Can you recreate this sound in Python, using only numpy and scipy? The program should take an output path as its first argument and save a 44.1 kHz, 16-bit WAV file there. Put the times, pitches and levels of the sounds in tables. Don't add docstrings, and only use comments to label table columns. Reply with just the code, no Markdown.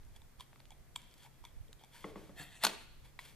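import sys
import numpy as np
from scipy import signal
from scipy.fft import rfft, irfft
from scipy.io import wavfile
from scipy.ndimage import uniform_filter1d

SR = 44100
rng = np.random.default_rng(int(sys.argv[2]) if len(sys.argv) > 2 else 0)


def transcribe(u):
    v = np.clip(np.atleast_2d(u).T, -1, 1)
    q = np.round(v * 32767).astype(np.int16)
    wavfile.write(sys.argv[1], SR, q)


def decibels_to_gain(level_db):
    exponent = np.asarray(level_db, float) / 20
    return 10 ** exponent


N = 147735


def walk(rate_hz):
    k = int(SR / rate_hz)
    held = np.repeat(rng.standard_normal(N // k + 1), k)
    return 1.48 * uniform_filter1d(uniform_filter1d(held, k), k)[:N]


def unit(x):
    return x / np.sqrt(np.mean(x ** 2))


def peak(x):
    return x / np.abs(x).max()


def decay(t_s, t60_s):
    return np.exp(-np.log(1000) * t_s / t60_s)


def tint(x, table, lo_hz=0., hi_hz=31200.0):
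    f = np.fft.rfftfreq(len(x), 1 / SR) + 1e-3
    hz, db = np.array(table).T
    edge = 1 / np.sqrt((1 + (lo_hz / f) ** 8) * (1 + (f / hi_hz) ** 8))
    gain = decibels_to_gain(np.interp(np.log(f), np.log(hz), db))
    return irfft(rfft(x) * gain * edge, len(x))


def band(x, hz, width_hz):
    return signal.lfilter(*signal.iirpeak(min(hz, .45 * SR), hz / width_hz, SR), x)


def band_twice(x, hz, width_hz):
    return band(band(x, hz, width_hz), hz, width_hz)


def ring(modes, chance, scatter_db, detune, rise_s, length_s=0.35):
    hz, db, t60_s = np.array(modes).T[:, :, None]
    t, k = np.arange(int(length_s * SR)) / SR, len(modes)
    level_chance, pitch_chance, phase_chance = chance[:3 * k].reshape(3, k, 1)
    hz = hz * (1 + detune * pitch_chance)
    swell = (1 - np.exp(-t / rise_s)) * decay(t, t60_s)
    return decibels_to_gain(db + scatter_db * level_chance) * np.sin(2 * np.pi * hz * t + 2 * phase_chance) * swell


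def crack(t60_s, size=2048):
    return rng.standard_normal(size) * decay(np.arange(size) / SR, t60_s)


def add(out, start_s, x, peak_db):
    i = int(start_s * SR)
    n = min(len(x), N - i)
    out[i:i + n] += peak(x)[:n] * decibels_to_gain(peak_db)


def grit(strokes):
    t, press, hiss = np.arange(N) / SR, np.zeros(N), np.zeros(N)
    for start_s, rise_s, fall_s, db, hiss_db in strokes:
        u = t - start_s - rise_s
        rising = np.clip(1 + u / rise_s, 0, 1) ** 2
        falling = np.exp(-2.3 * np.maximum(u, 0) / fall_s)
        stroke = decibels_to_gain(db) * np.where(u < 0, rising, falling)
        press = np.hypot(press, stroke)
        hiss = np.hypot(hiss, stroke * decibels_to_gain(hiss_db))
    grains_per_s, spread_db = 3000, 2.2
    hits = rng.random(N) < grains_per_s / SR
    sizes = decibels_to_gain(spread_db * np.minimum(rng.exponential(size=N), 2.5))
    grains = hits * sizes * rng.choice([-1, 1], N)
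    rough = (unit(grains) + 0.21 * rng.standard_normal(N)) * decibels_to_gain(1.2 * walk(90.))
    return press, hiss, rough


def rub(strokes, body, paste):
    press, hiss, rough = grit(strokes)
    tool = np.zeros(N)
    for hz, width_hz, db in body:
        tool += decibels_to_gain(db + 2.5 * walk(45.)) * band_twice(rough, hz, 1.6 * width_hz)
    return press * unit(tool) + hiss * unit(tint(rough, paste, lo_hz=420.0))


def tone(hz, db):
    return decibels_to_gain(db + 2) * np.sin(2 * np.pi * np.cumsum(hz) / SR)


# time in seconds, peak in dB, pitch in Hz.
JOLTS = [
    (0.382, -54.5, 59.4),
    (1.407, -56.5, 46.3),
    (1.559, -49.5, 44.5),
    (1.601, -46.5, 78),
]


def jolts():
    out = np.zeros(N)
    for s, db, hz in JOLTS:
        cycles = np.arange(int(1.5 * SR / hz)) * hz / SR
        add(out, s, -np.sin(2 * np.pi * cycles) * np.sin(np.pi * cycles / 1.5), db)
    return out


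# frequency in Hz, level in dB.
AIR_MID = [(8.8, -35), (15, 8), (144, -9), (392, -19), (465, -19.5), (1380, -25.5), (1940, -25.5),
           (3070, -31.5), (14000, -35.5)]
AIR_SIDE = [(8.8, 0), (15, 13), (53, 1), (171, -17), (1070, -27.5), (1160, -28), (2510, -32.5),
            (11500, -34.5), (14000, -33.5)]


def air():
    rumble_hz, rumble_lean = 89, -0.39
    mid = unit(tint(rng.standard_normal(N), AIR_MID))
    side_noise = rng.standard_normal(N)
    side = unit(tint(side_noise, AIR_SIDE))
    side = side + rumble_lean * tint(side, [(1, 0.0055), (2, 0.024)], hi_hz=rumble_hz)
    heave = decibels_to_gain(2.5 * walk(6.)) - 1
    mid, side = (v + heave * tint(v, [(1, 0.029), (2, 0.014)], hi_hz=rumble_hz) for v in (mid, side))
    hum = tone(134.6 * (1 + 0.0114 * walk(15.0)), -71.5 + 0.9 * walk(29.75))
    whine = tone(np.full(N, 13485), -86.5 + 0.86 * walk(23.0))
    jolt = jolts()
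    mid = decibels_to_gain(-61.5) * mid + hum + whine + jolt
    side = decibels_to_gain(-58) * side - 2.2 * jolt
    return np.array([mid + side, mid - side])


# centre in Hz, t60 in seconds, level in dB.
ROOM = [(154, 0.59, -36), (413, 0.46, -33), (1000, 0.28, -54), (2500, 0.88, -46), (6200, 0.38, -46),
        (11200, 0.085, -31)]


def room_tail():
    gap_s = 0.0025
    t = np.arange(int(.7 * SR)) / SR
    tail = np.zeros(len(t))
    for hz, t60_s, db in ROOM:
        echoes = unit(band(rng.standard_normal(len(t)), hz, 0.57 * hz))
        tail += decibels_to_gain(db) * echoes * np.sqrt(hz / SR) * decay(t, t60_s)
    return tail * np.minimum(t / gap_s, 1) ** 2


def room(x):
    mid, side = room_tail(), 0.71 * room_tail()
    return np.array([signal.fftconvolve(x, mid + side)[:N], signal.fftconvolve(x, mid - side)[:N]])


def arm_thump():
    out, hz = np.zeros(N), 130
    add(out, 2.4, band(crack(.12, size=8192), hz, 1.4 * hz), -44)
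    return out


# frequency in Hz, level in dB, t60 in seconds.
BAT = [(192, -0.5, 0.073), (304, -6.5, 0.093), (423, 1, 0.03), (509, -5.5, 0.052), (591, -6, 0.049),
       (850, -2.5, 0.027), (1094, -1.5, 0.029), (1290, -9.5, 0.021), (2043, -3, 0.018), (2730, -16, 0.024),
       (3310, -11.5, 0.025)]
# time in seconds, peak in dB, hardness in dB, two deepest modes in dB.
KNOCKS = [
    (1.689, -55.5, -19, -4.5),
    (2.042, -32.5, 1.5, -5),
    (2.157, -37, -3.5, 4),
    (2.293, -46, -5.5, 3),
]


def bat_knocks():
    out, thud_hz = np.zeros(N), 410
    for s, db, hard_db, deep_db in KNOCKS:
        chance = rng.standard_normal(36)
        low = ring(BAT[:5], chance, 1., .02, .006)
        high = ring(BAT[5:], chance[15:], 1.5, .02, .001)
        x = peak(decibels_to_gain(deep_db) * low[:2].sum(axis=0) + low[2:].sum(axis=0))
        x += decibels_to_gain(hard_db) * peak(high.sum(axis=0))
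        thud = peak(band(crack(0.47, size=len(x)), thud_hz, 0.59 * thud_hz))
        x += decibels_to_gain(-8.5) * thud * np.minimum(np.arange(len(x)) / SR / 0.0063, 1)
        add(out, s, x, db)
    return out


# frequency in Hz, level in dB per Hz.
PASTE = [(300, -8), (1000, -2), (3000, 0), (6000, -8), (13500, -11)]
# start, rise, fall in seconds, level in dB, hiss in dB.
WIPES = [
    (2.335, 0.072, .12, -50.5, 0),
]
# frequency in Hz, width in Hz, level in dB.
BAT_RUB = [(716, 130, 1.5), (1400, 120, -6), (1840, 320, 4), (2600, 210, 1), (3280, 120, 3),
           (3550, 360, 0.5), (4260, 300, -1.5), (7760, 1500, -10), (11500, 1700, -10)]


def bat_wipes():
    return rub(WIPES, BAT_RUB, PASTE)


# start, rise, fall in seconds, level in dB, hiss in dB.
SKIDS = [
    (2.44, 0.098, 0.21, -60, 0),
    (2.59, 0.057, 0.038, -42.5, 1.5),
    (2.66, 0.0075, 0.16, -55.5, 10),
]
# frequency in Hz, width in Hz, level in dB.
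SKID_RUB = [(800, 400, -22), (1900, 310, 2.5), (2660, 370, 1), (3560, 780, 3.5), (4250, 300, -1),
            (7900, 3100, -10)]


def edge_skids():
    return rub(SKIDS, SKID_RUB, PASTE)


# frequency in Hz, level in dB, t60 in seconds.
EDGE = [(1000, -7, .012), (1280, -4, .013), (1550, -1, .014), (2460, -4, .012), (2800, -6, .011),
        (3750, -7, .01), (4280, 2, .012), (6690, -1, .008), (7780, -6, .007), (8600, -6, .007),
        (11000, -7, .005)]
TIP = [(3510, 0.5, 0.0081), (4130, -7, 0.011), (4940, -2, 0.0089), (9200, 0.5, 0.0037), (11700, 2, 0.0064)]
BELLY = [(758, -6, 0.02), (908, -2.5, 0.014)]
# time in seconds, peak in dB, crackle in seconds, tip in dB, belly in dB.
FLICKS = [(2.6368, -18, .012, 4.5, -8), (2.6377, -19, 0.026, 12, -4), (2.6402, -21.5, 0.039, -14, 0),
          (2.6431, -21.5, 0.016, -2, -7), (2.6459, -19.5, 0.013, -2, -5.5), (2.649, -14.5, 0.0073, -1, -21),
          (2.65, -10.5, 0.0077, -9, -17), (2.6523, -18.5, 0.019, -14, -25), (2.656, -23, 0.011, -6, -6),
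          (2.6659, -30, 0.0098, -20, -1), (2.6669, -17.5, 0.024, -12, -14), (2.6705, -25, 0.028, -6, -14)]


def edge_flicks():
    out = np.zeros(N)
    for s, db, crackle_s, tip_db, belly_db in FLICKS:
        edge, tip, belly = (
            peak(ring(modes, rng.standard_normal(33), 2.5, .03, .0003, length_s=.08).sum(axis=0))
            for modes in (EDGE, TIP, BELLY))
        x = edge + decibels_to_gain(tip_db) * tip + decibels_to_gain(belly_db) * belly
        x[:2048] += decibels_to_gain(-0.5) * peak(tint(crack(crackle_s), PASTE))
        wood = ring(BAT[:5], rng.standard_normal(30), 0.67, 0.0024, 0.0077, length_s=.08).sum(axis=0)
        add(out, s, x + decibels_to_gain(-26) * peak(wood), db)
    return out


# frequency in Hz, level in dB, t60 in seconds.
PAT = [(587, -20, 0.024), (1027, 2, 0.023), (1947, 3.5, 0.022), (2220, 1, 0.021), (2690, -4, 0.02),
       (3310, -6, 0.022), (4000, -2.5, 0.022), (4850, -11.5, 0.026), (7060, -16, 0.013)]


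def blade_pat():
    out = np.zeros(N)
    x = peak(ring(PAT, rng.standard_normal(30), 0, 0, 0.00034).sum(axis=0))
    x[:2048] += decibels_to_gain(-16) * peak(band(crack(0.04), 8900.0, 10000.0))
    add(out, 3.1905, x, -31.5)
    return out


# time in seconds, peak in dB, centre in Hz.
SNAPS = [(.032, -55.5, 2000), (.5305, -49, 1020), (0.559, -51, 1400), (.595, -57, 7000), (.6005, -50, 1090),
         (.603, -48.5, 1440), (.655, -47.5, 2500), (0.706, -42, 7040), (1.018, -48, 7900),
         (1.112, -52, 4000), (1.14, -48.5, 6850), (1.18, -52, 7040), (1.232, -49.5, 6940),
         (1.243, -56, 3500), (.05, -54.5, 6000), (1.164, -62, 6000), (1.196, -63, 5000), (1.263, -60, 6000),
         (1.584, -61, 10100), (1.847, -48, 11500), (1.7295, -41, 4300)]


def clay_snaps():
    out = np.zeros(N)
    for s, db, hz in SNAPS:
        add(out, s, band_twice(crack(.006), hz, 1.6 * hz), db)
    return out


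# start, rise, fall in seconds, level in dB, hiss in dB.
SMEARS = [(.0, 0.027, 0.044, -80, -2), (.1, 0.068, 0.019, -71, 6), (.37, 0.042, 0.035, -64.5, 6.5),
          (.5, 0.086, 0.26, -83, -21), (.7, 0.021, 0.025, -65, -7), (.951, 0.0098, 0.0082, -57.5, 9.5),
          (.96, .014, 0.62, -73.5, 6.5), (1.1, 0.16, 0.02, -69.5, 7), (1.43, 0.018, 0.087, -65.5, -3),
          (1.78, 0.024, 0.12, -67, -4), (1.89, 0.067, 0.23, -63, 5.5), (2.06, 0.028, 0.05, -82, 17),
          (2.14, 0.054, 0.24, -76, 11.5), (3.01, 0.047, 0.065, -70, 6.5), (3.185, 0.0084, 0.068, -69, 14),
          (3.2, 0.048, 0.15, -69, 13)]
# frequency in Hz, width in Hz, level in dB.
BLADE_RUB = [(950, 130, 2), (1630, 450, -7.5), (2210, 340, 2.5), (3334, 310, 8), (4360, 680, -4)]
# frequency in Hz, level in dB per Hz.
CLAY = [(300, -6), (1000, -7.5), (3000, -3.5), (6000, -10.5), (13500, -10.5)]


def clay_smears():
    return rub(SMEARS, BLADE_RUB, CLAY)


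# frequency in Hz, level in dB, t60 in seconds.
BLADE = [(1007, -3.5, 0.021), (1350, -10, 0.011), (2292, -8, 0.021), (3355, 8, 0.0095), (3638, 3.5, 0.0099),
         (4480, -15, 0.013), (5010, -24, 0.013), (7380, -5, 0.0086), (8450, -1, 0.0074),
         (9900, -28, 0.0057)]
# time in seconds, peak in dB, lowest mode in Hz, lowest mode in dB, crack in dB.
TAPS = [(.162, -49.5, 820, -9, -2), (.218, -50, 880, -12, -10), (.398, -45.5, 1000, -3, -6),
        (0.4068, -36.5, 1014, -6, 0), (.7062, -48.5, 850, -5, -7), (.719, -51, 790, 1, -6),
        (0.9596, -26.5, 1007, -12.5, -4.5), (0.977, -54, 1000, -11, 1), (.992, -51, 1000, -8, -14),
        (1.03, -55, 1000, -6, -14), (1.272, -57, 930, 14, -14), (1.249, -52.5, 840, 1, -10),
        (1.262, -52, 940, 5, -5), (1.44, -47, 950, 11.5, 8), (1.451, -40, 1000, -8, 1.5),
        (1.682, -57.5, 900, -22, -16), (1.795, -55, 880, -21, -14), (1.812, -57, 850, 4, -14),
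        (1.822, -61, 850, 8, -14), (1.845, -54, 850, -4, -12), (1.837, -46, 827, 1, 1)]


def knife_taps():
    out = np.zeros(N)
    for s, db, low_hz, low_db, crack_db in TAPS:
        blade = [(low_hz, *BLADE[0][1:])] + BLADE[1:]
        modes = ring(blade, rng.standard_normal(30), 2.5, .025, .001, length_s=.06)
        x = peak(modes[1:].sum(axis=0)) + decibels_to_gain(low_db) * peak(modes[0])
        x[:2048] += decibels_to_gain(crack_db) * peak(band(crack(0.015), 5000.0, 13000.0))
        add(out, s, x, db)
    return out


def ports(x, left_lag_s, left_db):
    half = np.exp(-1j * np.pi * np.fft.rfftfreq(N, 1 / SR) * left_lag_s)
    return np.array([decibels_to_gain(left_db) * irfft(rfft(x) * half, N), decibels_to_gain(-left_db) * irfft(rfft(x) / half, N)])


def scene():
    low_cut = signal.butter(3, 139, "high", fs=SR, output="sos")
    bat_work = bat_knocks() + bat_wipes() + edge_skids() + edge_flicks()
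    held = signal.sosfilt(low_cut, bat_work) + arm_thump()
    table = signal.sosfilt(low_cut, blade_pat() + clay_snaps() + clay_smears() + knife_taps())
    direct = ports(table, -0.000027, 0.5) + ports(held, -0.000028, 0.44)
    return direct + room(table + held) + air()


def low_pass(x):
    return signal.sosfilt(signal.butter(12, 14640, fs=SR, output="sos"), x)


def record(dry):
    top_hz = 13700
    roll_off = signal.cheby2(8, 40, top_hz * 1.112, fs=SR, output="sos")
    return low_pass(signal.sosfilt(roll_off, dry))


dry = scene()
out = record(dry)
transcribe(out)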